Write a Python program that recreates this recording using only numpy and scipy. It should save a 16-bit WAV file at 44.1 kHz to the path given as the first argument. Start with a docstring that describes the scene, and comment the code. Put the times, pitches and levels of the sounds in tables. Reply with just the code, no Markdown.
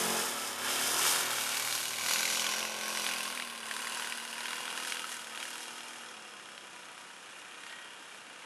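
"""A throbbing muffler boom comes first, over the rasp and hiss of a single-cylinder four-stroke quad bike.
Sharp exhaust cracks stand out once the tailpipe faces the listener, as the bike drives off across snow.
The notes are orders (multiples) of the firing rate; turbulent noise, surging at each exhaust stroke and
ringing in pipe and casing, makes chuff, rasp and crack; gear whine, squeaks and bumps join in.
Far away the rider eases off, and the engine sinks into the faint steady hiss of the open air."""
import sys
import numpy as np
from scipy import signal
from scipy.fft import rfft, irfft, next_fast_len
from scipy.io import wavfile
from scipy.ndimage import uniform_filter1d

SR = 44100
rng = np.random.default_rng(int(sys.argv[2]) if len(sys.argv) > 2 else 0)


def store_wav(level_fs):
    """Save 16-bit WAV to argv[1]."""
    pcm = np.round(np.clip(np.atleast_2d(level_fs), -1, 1) * 32767)
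    wavfile.write(sys.argv[1], SR, pcm.T.astype(np.int16))


N = 372644
TIME = np.arange(N) / SR

# steady hiss of the open air: pitch_hz, density_db (relative, per Hz)
AIR_SPECTRUM = [(24, -77), (40, -47), (70, -20), (124, -12), (228, -5), (922, -3), (1210, 1), (1500, -2.5),
                (2170, -5.5), (2850, -3), (4320, -11), (9930, -14.5), (10700, -15), (11500, -65),
                (14000, -67)]
AIR_DB = -53
# soft low bumps: centre_s, level_db
BUMPS = [(.095, -58), (2.635, -63)]
BUMP_HZ, BUMP_HALF_S = 81.4, .022
# brief squeaks as the throttle shuts: centre_s, pitch_hz (at the centre), level_db
SQUEAKS = [(5.043, 1320, -48), (5.13, 1900, -45.5)]
SQUEAK_HALF_S, SQUEAK_SAG_HZ_PER_S = 0.011, 1500

# gear whine, sinking with the ground speed: time_s, pitch_hz
WHINE_PITCH = [(4.4, 1250), (5.05, 1285), (5.5, 1245), (5.9, 1228), (6.25, 1075), (6.6, 992), (6.8, 970),
               (7.15, 958), (7.42, 900), (7.57, 912), (7.68, 938), (7.82, 953), (8.0, 938), (8.45, 905)]
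# level of the gear whine: time_s, level_db
WHINE_LEVEL = [(4.4, -70), (4.8, -55), (5.1, -56), (5.4, -68), (5.9, -63.5), (6.1, -70), (6.35, -62.5),
               (6.6, -63.5), (6.9, -60), (7.15, -66), (7.4, -75), (7.9, -65), (8.45, -71)]
# higher notes of the gears: multiple (of the whine's pitch), strongest_s, half_length_s, level_db
WHINE_OVERTONES = [(2, 7.74, .1, -53.5), (2, 7.45, .08, -63), (3, 7.9, .2, -63), (10 / 3, 7.78, .07, -61)]
WHINE_FADE_IN_S = 0.51

# firings that pop harder than their neighbours: start_s, level_db (loudest 2 ms), ring_hz
BANGS = [(1.5438, -35, 2520), (1.5692, -31.5, 3950), (1.5964, -33, 2480), (1.7252, -30, 3880),
         (2.0615, -30, 2200), (2.084, -30.5, 2530), (2.1105, -27, 2760), (2.1332, -29.5, 2220),
         (2.159, -28, 2690), (2.254, -32, 2170), (2.278, -32, 2100), (2.466, -25.5, 3310),
         (2.6276, -32.5, 2350), (2.8337, -37, 2240), (2.972, -33, 2130), (3.065, -26.5, 3550),
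         (3.0893, -31, 2020), (3.1118, -34, 2500), (3.206, -30.5, 2800), (3.2523, -34, 1610),
         (3.3492, -39, 1510), (3.3742, -33, 2500), (3.3987, -30.5, 2050), (3.4223, -31.5, 2300),
         (3.4732, -39, 1490), (3.7113, -32.5, 1940), (3.7651, -35, 1030), (3.7912, -38, 2910),
         (3.8707, -33, 1920), (3.9962, -35, 1060), (4.0446, -34, 1550), (4.123, -33.5, 1810),
         (4.2245, -40, 1890), (4.3283, -34.5, 2830), (4.4058, -35.5, 3210), (4.456, -31.5, 1700),
         (4.482, -34, 1920), (4.5063, -35, 1700), (4.5308, -33.5, 1700), (4.776, -35, 1660),
         (4.8004, -35, 1700), (4.8723, -37, 1700), (4.922, -28, 2630), (4.9686, -34, 1700),
         (4.9942, -38, 3300), (5.0424, -35.5, 1360), (5.348, -41, 1660), (5.3748, -36, 1830),
         (5.4012, -36, 1460), (5.4272, -33.5, 2910), (5.806, -38.5, 3210), (6.5783, -41, 2500),
         (7.6358, -43.5, 2050), (7.665, -41, 1530), (7.696, -43, 1750), (7.7255, -41.5, 2280)]
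BANG_RISE_S, BANG_DECAY_S = .00015, .002
BANG_LOW_HZ, BANG_HIGH_HZ, BANG_RING_DB, BANG_RING_WIDTH_HZ = 900, 4100, 8, 450

# echo off a surface beside the microphone: time_s, delay_ms
ECHO_DELAY = [(0, 2.35), (2.6, 1.99), (6, 2.13)]
# resonances of tailpipe and casing, each beamed at the listener for a while:
# pitch_hz, width_hz, gain_db, strongest_s, half_length_s
BODY_RESONANCES = [(920, 70, 5, .66, .015), (1330, 50, 6, .42, .04), (1600, 90, 5, .66, .015),
                   (1067, 46, 0, 3.3, 0.6), (1544, 130, -3, 8, 1.9), (2280, 74, -3.5, 2.6, 1.8),
                   (2450, 110, 6, 7, 0.74), (2800, 110, 0, 7, 3.4), (2815, 70, 4, 6.3, .4),
                   (3160, 59, 4, 5.6, .7), (3270, 110, 6, 6.4, .3), (1270, 60, 1, 5.8, .7),
                   (3180, 130, 3, 7.9, .25), (3580, 67, -11, 1.9, 0.43), (4850, 96, -5, 3.5, 0.9),
                   (5100, 290, 1, .5, 0.39), (5290, 72, 8, 6.4, 0.47), (5500, 150, -7, 5.9, 0.33),
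                   (5850, 350, 7.5, 2.65, .3), (6470, 90, 1, 4.9, 1.8), (6740, 240, 6.5, 2.37, 0.34),
                   (7400, 260, 3, 3.85, 0.13), (8470, 110, -7, 3.4, 1.2), (8800, 170, 0, 0.42, 0.61),
                   (9550, 320, 3, 3.6, 0.29)]
# the resonances wander as the bike rocks over the snow: share of their pitch, moves per s
WANDER, WANDER_RATE = .005, 1.0

# colour of the machine's gas noise side on: pitch_hz, density_db (relative, per Hz)
SIDE_ON = [(150, -36), (250, 7), (291, -10), (445, -6.5), (624, -8), (691, -6.5), (1090, -2), (1510, -1.5),
           (2040, -4), (3170, 0), (4300, -12.5), (5270, -9), (9710, -10.5), (12900, -13.5), (14300, -17)]
# the same from behind: pitch_hz, density_db
BEHIND = [(150, -43), (250, -25), (422, -10), (458, -32), (521, -6), (954, -6), (1070, 4.5), (1320, -3.5),
          (1560, 4.5), (1780, -8.5), (1990, 0.5), (2760, 1.5), (3300, -3.5), (6780, -12), (12400, -12),
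          (16100, -101), (22000, -120)]
# the same across the field: pitch_hz, density_db
ACROSS = [(150, -39), (250, -8), (304, -15), (481, -5.5), (677, -8), (1000, 1.5), (1200, -3.5), (1510, 3),
          (2310, 0), (2850, 6.5), (3890, -5.5), (4890, -4.5), (7000, -9.5), (9710, -5.5), (12400, -13.5),
          (16100, -107), (22000, -120)]
# the same far off: pitch_hz, density_db
FAR_OFF = [(150, -44), (250, -5), (266, 5), (313, -1), (416, -17), (466, -9), (814, -5.5), (939, -2.5),
           (1160, -5), (1250, 0.5), (2610, 4), (3160, 4), (4410, -9.5), (5340, -7.5), (11300, -9.5),
           (14700, -70), (22000, -120)]
# moment at which each of the four colours stands alone: time_s
COLOUR_TIMES = [1.0, 2.2, 4.2, 6.0]

# how far the firings stand out as the tailpipe turns to the listener; load adds to it: time_s, gain_db
PUNCH = [(0, -20), (1.0, -13), (1.6, -5.5), (2.3, -3), (3.2, -3.5), (3.8, -2), (5, -3), (5.7, -3.5),
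         (6.9, -1.5), (7.4, -4), (8.45, -3)]
PUNCH_PER_LOAD = 0.074  # dB per dB of load
# every firing rings at a pitch of its own: level against the crack, middle pitch, spread
POP_DB, POP_HZ, POP_SPREAD_OCTAVES = 6.5, 2150, .42
# how hard the engine works as the rider opens and shuts the throttle: time_s, load_db
LOAD = [(0, -1), (.2, -2), (.57, -5), (.69, 0), (.93, 0), (1.07, 3.5), (1.28, -0.3), (1.72, 0),
        (1.97, -1.5), (2.12, 3), (2.5, 2.5), (2.73, -1), (3.08, 2.5), (3.55, -2), (3.98, 1.5), (4.28, -0.5),
        (4.5, 2), (4.93, 2.5), (5.24, -1.5), (5.41, 1.5), (6.3, -2), (7.25, -1.5), (7.72, 1.5), (7.92, 0.5),
        (8.45, 1)]
# the bike swings from side on to tail on between these times
TURN_START_S, TURN_END_S = 1, 1.5
# level laws: start_db, load_slope (dB per dB of load), turn_db (gained in the turn),
# fade_db_per_s (lost as the bike recedes)
# low chuff of gas
CHUFF_LAW = (-46.5, 1.03, -1.8, 1.95)
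# rasp, same columns
RASP_LAW = (-36.5, 1.38, -0.12, 2.5)
# crack, same columns
CRACK_LAW = (-38.5, 1.61, 1.74, 2.5)
# hiss, same columns
HISS_LAW = (-32, 1.65, -0.22, 3.5)
# the low chuff of gas swells: strongest_s, half_length_s, gain_db
CHUFFS = [(.08, 0.14, 6.5), (.9, 0.19, 2), (2.8, 0.16, 2.5)]
# the hiss swells, as when the tyres throw up snow: strongest_s, half_length_s, gain_db
SPRAYS = [(1.08, 0.075, 1.5), (1.85, 0.29, 2), (3.15, .3, -0.5), (5.125, 0.024, 5.5), (5.68, 0.46, 2)]
# straight from behind, the bike hides its own casing: strongest_s, half_length_s, gain_db
HIDDEN = [(2.1, 0.41, -4)]

# engine speed: time_s, firing_rate_hz
FIRING_RATE = [(0.0, 44.88), (0.18, 44.64), (0.39, 36.97), (0.58, 33.86), (1.15, 42.81), (1.44, 36.66),
               (1.65, 38.94), (2.0, 38.48), (2.18, 42.53), (2.47, 42.06), (2.58, 44.11), (3.25, 42.35),
               (3.7, 36.43), (3.97, 40.18), (4.33, 38.29), (4.57, 40.95), (5.01, 41.31), (5.32, 37.63),
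               (5.56, 39.91), (6.0, 39.4), (6.38, 33.22), (7.43, 31.45), (7.81, 33.87), (8.45, 31.99)]
START_TURN = .346  # cycles
# the lowest orders lie under the boom and die away sooner: time_s, level_db
THUD_LEVEL = [(.12, -54), (.4, -73), (.7, -64), (1.1, -63), (1.5, -66), (2.3, -66), (3.1, -71), (3.6, -80),
              (8.45, -95)]
# response of the muffler below its resonance: pitch_hz, gain_db
THUD_COLOUR = [(118, 2), (135, -5.5), (152, -5), (180, 2.5)]
# boom of the muffler: time_s, level_db
BOOM_LEVEL = [(0.12, -45), (.25, -51), (.55, -66), (.8, -59), (1.15, -54), (1.4, -61.5), (1.8, -65),
              (2.0, -62), (2.2, -56), (3.1, -55), (3.6, -59), (4.9, -61.5), (5.3, -65.5), (6.1, -66),
              (6.6, -71), (7, -78.5), (8.45, -74)]
# resonant response of the muffler: pitch_hz, gain_db
MUFFLER = [(175, -19), (195, -9), (212, 2.5), (224, 12), (240, 5), (258, -1.5), (275, -10), (310, -19.5)]
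# reflections lift or cancel an order of the boom for a while: order, strongest_s, half_length_s, gain_db
BOOM_SHIFTS = [(6, .1, .1, 6), (5, 1.05, .3, -11), (6, 2.4, .3, -6)]
# level of the tailpipe's growl: time_s, level_db
GROWL_LEVEL = [(.17, -41), (.28, -46), (.57, -50.5), (.75, -44.5), (1.15, -45), (1.5, -49), (1.95, -54),
               (2.15, -47), (3.1, -48.3), (3.5, -59), (3.95, -56), (4.25, -58.5), (4.8, -54), (5.2, -61),
               (5.5, -56), (5.9, -57), (6.4, -63.5), (7, -70), (8.45, -69)]
# response of the tailpipe side on: pitch_hz, gain_db
PIPE_SIDE_ON = [(260, 0), (312, -10), (355, 1.5), (402, 1), (450, 5), (495, -5), (535, -6), (578, 4.5),
                (620, -9), (675, 3), (760, -5), (810, -7), (850, 4), (900, 0), (1000, -6)]
# the same turning away: pitch_hz, gain_db
PIPE_TURNING = [(255, 2), (285, -2), (305, -9), (340, -1), (376, 3), (410, -7), (450, 4), (472, 2),
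                (492, -10), (520, -5), (545, 2), (572, 5), (605, -9), (640, -1), (675, -6), (705, 3),
                (790, -5), (1000, -4)]
# the same from behind: pitch_hz, gain_db
PIPE_BEHIND = [(270, 0), (297, -2), (312, -16), (345, 0), (385, -3.5), (425, 2), (465, -6.5), (510, 4.5),
               (555, 5.5), (610, -4), (640, -2), (760, -0.5), (810, 3.5), (900, 2), (1000, -3)]
# the same far off: pitch_hz, gain_db
PIPE_FAR = [(280, -8), (320, -3), (360, -3), (440, -8), (482, 5.5), (520, 0), (570, -7), (680, -9),
            (740, 4.5), (800, -7), (890, 4), (1000, -6)]
# side on until, turning between, from behind between, and far off after: time_s
PIPE_TIMES = [.2, .3, 1.22, 1.4, 3.2, 4.4]
PIPE_SCATTER_PER_ORDER = .012


def from_db(db):
    """Decibel law: 20 dB is a tenfold amplitude."""
    return 10 ** (np.asarray(db) / 20)


def rms_one(x):
    """Normalisation by power: scale to rms 1."""
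    return x / np.sqrt(np.mean(x ** 2) + 1e-20)


def evened(x, size=5000):
    """Running normalisation: hold the local rms, averaged over about `size` samples, near 1."""
    power = uniform_filter1d(uniform_filter1d(x ** 2, size), size // 2)
    return x / np.sqrt(power + 1e-20)


def in_time(rows):
    """Linear interpolation: each column after the time becomes one value a sample."""
    s, *columns = np.transpose(rows)
    return [np.interp(TIME, s, c) for c in columns]


def at_hz(points, hz):
    """Spectral interpolation on a log-frequency axis."""
    f, db = np.transpose(points)
    return np.interp(np.log(np.maximum(hz, 1)), np.log(f), db)


def drift(rate):
    """Low-passed chance: white noise through a double pole at `rate` Hz, with spread 1."""
    step = 100  # samples between the slow values
    r = np.exp(-2 * np.pi * rate * step / SR)
    white = rng.standard_normal(N // step + 1002)
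    slow = signal.lfilter([1], [1, -2 * r, r * r], white)[1000:]  # settled part
    return np.interp(np.arange(N) / step, np.arange(len(slow)), rms_one(slow))


def bell(s, half_length):
    """Gaussian envelope: a smooth rise and fall of height 1."""
    return np.exp(-.5 * ((TIME - s) / half_length) ** 2)


def swells(rows):
    """Gains in cascade add in decibels: swell or sink around given moments."""
    return from_db(sum(db * bell(s, half_length) for s, half_length, db in rows))


def circle(turns):
    """Uniform rotation projects to a cosine and a sine."""
    angle = (2 * np.pi * (turns - np.floor(turns))).astype(np.float32)
    return np.cos(angle), np.sin(angle)


def partial(turns, scatter, rate):
    """Multipath interference: scattering from ground and trees makes a line of rms 1 swell and fade."""
    cos, sin = circle(turns)
    return rms_one(cos * (1 + scatter * drift(rate)) + sin * scatter * drift(rate))


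def band(x, low_hz, high_hz, order=4):
    """Band limiting with a Butterworth band-pass."""
    edges = [low_hz, min(high_hz, .45 * SR)]
    return signal.sosfilt(signal.butter(order, edges, "band", fs=SR, output="sos"), x)


def coloured_noise(spectrum):
    """Spectral shaping: white noise weighted in frequency, rms 1."""
    size = next_fast_len(N)
    gain = from_db(at_hz(spectrum, np.fft.rfftfreq(size, 1 / SR)))
    return rms_one(irfft(rfft(rng.standard_normal(size)) * gain, size)[:N])


def resonance(x, hz, width_hz):
    """Damped oscillator: a two-pole resonance with gain 1 on top."""
    r = np.exp(-np.pi * width_hz / SR)
    feedback = [1, -2 * r * np.cos(2 * np.pi * hz / SR), r * r]
    return signal.lfilter((1 - r * r) / 2 * np.array([1, 0, -1]), feedback, x)


def wandering_resonance(x, hz, width_hz):
    """Heterodyne resonance with gain 1 on top, whose centre moves slowly by chance."""
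    r = np.exp(-np.pi * width_hz / SR)
    carriers = circle(np.cumsum(hz * (1 + WANDER * drift(WANDER_RATE))) / SR)
    # shift down to zero frequency, smooth, shift back up
    return 2 * sum(c * signal.lfilter([1 - r], [1, -r], x * c) for c in carriers)


def puff(age, rise_s, decay_s):
    """Pressure release: a gas burst rises fast and decays exponentially, height 1."""
    age = np.maximum(age, 0)
    shape = (1 - np.exp(-age / rise_s)) * np.exp(-age / decay_s)
    return shape / shape.max()


def open_air():
    """Stationary broadband noise: the steady hiss of the open air."""
    return from_db(AIR_DB) * coloured_noise(AIR_SPECTRUM)


def bumps():
    """Low tone bursts: soft bumps, perhaps from the hand that holds the microphone."""
    envelope = sum(from_db(db) * bell(s, BUMP_HALF_S) for s, db in BUMPS)
    return envelope * partial(BUMP_HZ * TIME, scatter=.3, rate=20)


def squeak():
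    """Falling chirps: thin, wavering notes that sag in pitch, perhaps from the drive belt."""
    out = np.zeros(N)
    for s, hz, db in SQUEAKS:
        # phase is the integral of a linearly falling pitch
        turns = hz * TIME - .5 * SQUEAK_SAG_HZ_PER_S * (TIME - s) ** 2
        out += from_db(db) * bell(s, SQUEAK_HALF_S) * partial(turns, scatter=.5, rate=70)
    return out


def gears():
    """Tooth meshing: the drive gears whine and sink in pitch as the bike slows; overtones sing out late."""
    mesh = np.cumsum(in_time(WHINE_PITCH)[0]) / SR
    fade_in = np.clip((TIME - WHINE_PITCH[0][0]) / WHINE_FADE_IN_S, 0, 1)
    out = fade_in * from_db(in_time(WHINE_LEVEL)[0]) * partial(mesh, scatter=.5, rate=10)
    for k, s, half_length, db in WHINE_OVERTONES:
        out += from_db(db) * bell(s, half_length) * partial(k * mesh, scatter=.7, rate=24)
    return out


def bangs():
    """Impulsive excitation: some firings pop, a steep burst of gas with a ring of its own."""
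    out, age = np.zeros(N + SR), TIME[:SR // 40]
    envelope = puff(age, BANG_RISE_S, BANG_DECAY_S)
    noises = rng.standard_normal((len(BANGS), len(age)))
    for (s, db, hz), noise in zip(BANGS, noises):
        burst = evened(band(noise, BANG_LOW_HZ, BANG_HIGH_HZ, order=3), size=40) * envelope
        pop = burst + from_db(BANG_RING_DB) * resonance(burst, hz, BANG_RING_WIDTH_HZ)
        loudest = np.sqrt(uniform_filter1d(pop ** 2, size=88, mode="constant").max())
        first = round(s * SR)
        out[first:first + len(age)] += from_db(db) * pop / loudest
    return out[:N]


def radiated(x, low_hz, high_hz, order=4, echo_gain=0.23):
    """Resonance and comb filtering: the body rings along, and a close echo ripples the spectrum."""
    out = x
    for hz, width, db, s, half_length in BODY_RESONANCES:
        if low_hz < hz < high_hz:
            out = out + from_db(db) * bell(s, half_length) * wandering_resonance(x, hz, width)
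    delay_ms, = in_time(ECHO_DELAY)
    echo = np.interp(TIME - delay_ms / 1000, TIME, out)
    return band(out + echo_gain * echo, low_hz, high_hz, order)


def gas_noise(spectrum, age, repeat):
    """Cyclic turbulence: a share of the noise power comes back alike on every engine cycle."""
    noise = coloured_noise(spectrum)
    share = np.clip(repeat, 0, 1)
    alike = rms_one(noise[np.round(age * SR).astype(int)])
    return np.sqrt(1 - share) * noise + np.sqrt(share) * alike


def flutter(fast_db, slow_db):
    """Turbulent modulation: the gain of a flow shivers and swells by chance."""
    return from_db(fast_db * drift(180) + slow_db * drift(4.3))


def turned():
    """Source orientation: heading 0 is side on, 1 is tail on."""
    return np.clip((TIME - TURN_START_S) / (TURN_END_S - TURN_START_S), 0, 1)


def level(law):
    """Source level law: load, heading and a steady fade with distance add in decibels."""
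    start_db, per_load, turn_db, fade_db_per_s = law
    load_db, = in_time(LOAD)
    return from_db(start_db + per_load * load_db + turn_db * turned() - fade_db_per_s * TIME)


def machine(turns, speed):
    """Pulsed turbulence: gas noise surges at each exhaust stroke and again about 7 ms later."""
    punch = from_db(in_time(PUNCH)[0] + PUNCH_PER_LOAD * in_time(LOAD)[0])
    # the exhaust valve opens just before the peak of the stroke
    opening = turns + .045
    cycle, age = opening.astype(int), opening % 1 / speed
    # three random values per firing: first surge, second surge, ring pitch
    chance = rng.standard_normal((cycle.max() + 1, 3))[cycle]
    first = punch * from_db(1.1 * chance[:, 0])
    second = punch * from_db(1.9 * chance[:, 1]) * puff(age - .0072, .0008, .0042)
    sharp = first * puff(age, .00025, .0016)
    broad = first * puff(age, .0003, .0035)
    ring_hz = POP_HZ * 2 ** (POP_SPREAD_OCTAVES * chance[:, 2])
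    pops = from_db(POP_DB) * sharp * partial(ring_hz * age, scatter=1, rate=200)

    # the colour changes as the machine turns away and recedes; square roots keep the power
    weights = [np.sqrt(np.interp(TIME, COLOUR_TIMES, row)) for row in np.eye(len(COLOUR_TIMES))]
    colours = [SIDE_ON, BEHIND, ACROSS, FAR_OFF]
    gas = sum(w * gas_noise(c, age, repeat=0.26) for w, c in zip(weights, colours))

    # turbulence makes rasp, crack and hiss flutter each in its own way
    chuff = evened(band(gas * (1 + 0.11 * broad + .5 * second), 340, 808))
    rasp_gas = gas * (1 + 1.8 * sharp + 0.5 * broad + .7 * second)
    rasp = flutter(0.62, 1.0) * evened(radiated(rasp_gas, 856, 1884))
    crack_gas = gas * (1 + 3.4 * sharp + .6 * broad + 1.8 * second)
    crack = flutter(1.0, 0.65) * evened(radiated(crack_gas, 2050, 4125))
    hiss_gas = gas * (1 + .6 * sharp + 1.0 * broad + .35 * second)
    hiss = flutter(1.4, 1.0) * evened(radiated(hiss_gas, 4290, 13500))
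    rumble = coloured_noise([(30, -20), (70, -22.0), (110, -13.0), (250, -7.0), (400, -13.5), (1000, -70)])

    low = swells(CHUFFS) * level(CHUFF_LAW) * (from_db(-2.5) * chuff + from_db(-13.5) * rumble)
    middle = swells(HIDDEN) * level(RASP_LAW) * rasp
    high = level(CRACK_LAW) * (crack + pops)
    top = swells(SPRAYS) * level(HISS_LAW) * hiss
    return low + middle + high + top


def boom_shift(order):
    """Interference: reflections lift or cancel one order of the boom."""
    return swells([row[1:] for row in BOOM_SHIFTS if row[0] == order])


def tailpipe_gain(hz, size=100):
    """Pipe resonance: the tailpipe's response changes as the bike turns away and recedes."""
    # weight of each colour at the six PIPE_TIMES
    stages = ([1, 0, 0, 0, 0, 0], [0, 1, 1, 0, 0, 0], [0, 0, 0, 1, 1, 0], [0, 0, 0, 0, 0, 1])
    colours = [PIPE_SIDE_ON, PIPE_TURNING, PIPE_BEHIND, PIPE_FAR]
    s = TIME[::size]
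    db = sum(np.interp(s, PIPE_TIMES, stage) * at_hz(colour, hz[::size])
             for stage, colour in zip(stages, colours))
    return np.interp(TIME, s, from_db(db))


def exhaust_notes(turns, speed):
    """Harmonic series of the firing rate: low thud, resonant muffler boom and rougher tailpipe growl."""
    thud, boom, pipe = np.zeros(N), np.zeros(N), np.zeros(N)
    for k in range(3, 5):
        thud += from_db(at_hz(THUD_COLOUR, k * speed)) * partial(k * turns, scatter=.17, rate=5)
    for k in range(5, 7):
        gain = boom_shift(k) * from_db(at_hz(MUFFLER, k * speed))
        boom += gain * partial(k * turns, scatter=.15, rate=6)
    for k in range(7, 25):
        # reflections in the pipe smear each pulse over the whole cycle: random phases
        line = partial(k * turns + rng.random(), scatter=PIPE_SCATTER_PER_ORDER * k, rate=3)
        pipe += tailpipe_gain(k * speed) * line
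    thud_gain, boom_gain, growl_gain = [from_db(in_time(rows)[0])
                                        for rows in (THUD_LEVEL, BOOM_LEVEL, GROWL_LEVEL)]
    return thud_gain * thud + boom_gain * evened(boom) + growl_gain * evened(pipe)


def scene():
    """Superposition: the quad bike over the steady background, the same in both channels."""
    speed, = in_time(FIRING_RATE)
    turns = START_TURN + np.cumsum(speed) / SR
    background = open_air() + bumps()
    quad = squeak() + gears() + bangs() + machine(turns, speed) + exhaust_notes(turns, speed)
    mono = background + quad
    return np.array([mono, mono])


def record(dry):
    """Filtering: a high-pass thins the bass, and a steep low-pass ends the treble near 14 kHz."""
    thin = signal.sosfilt(signal.butter(3, 80, "high", fs=SR, output="sos"), dry)
    return signal.sosfilt(signal.ellip(10, .1, 80, 14200, fs=SR, output="sos"), thin)


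dry = scene()
out = record(dry)
store_wav(out)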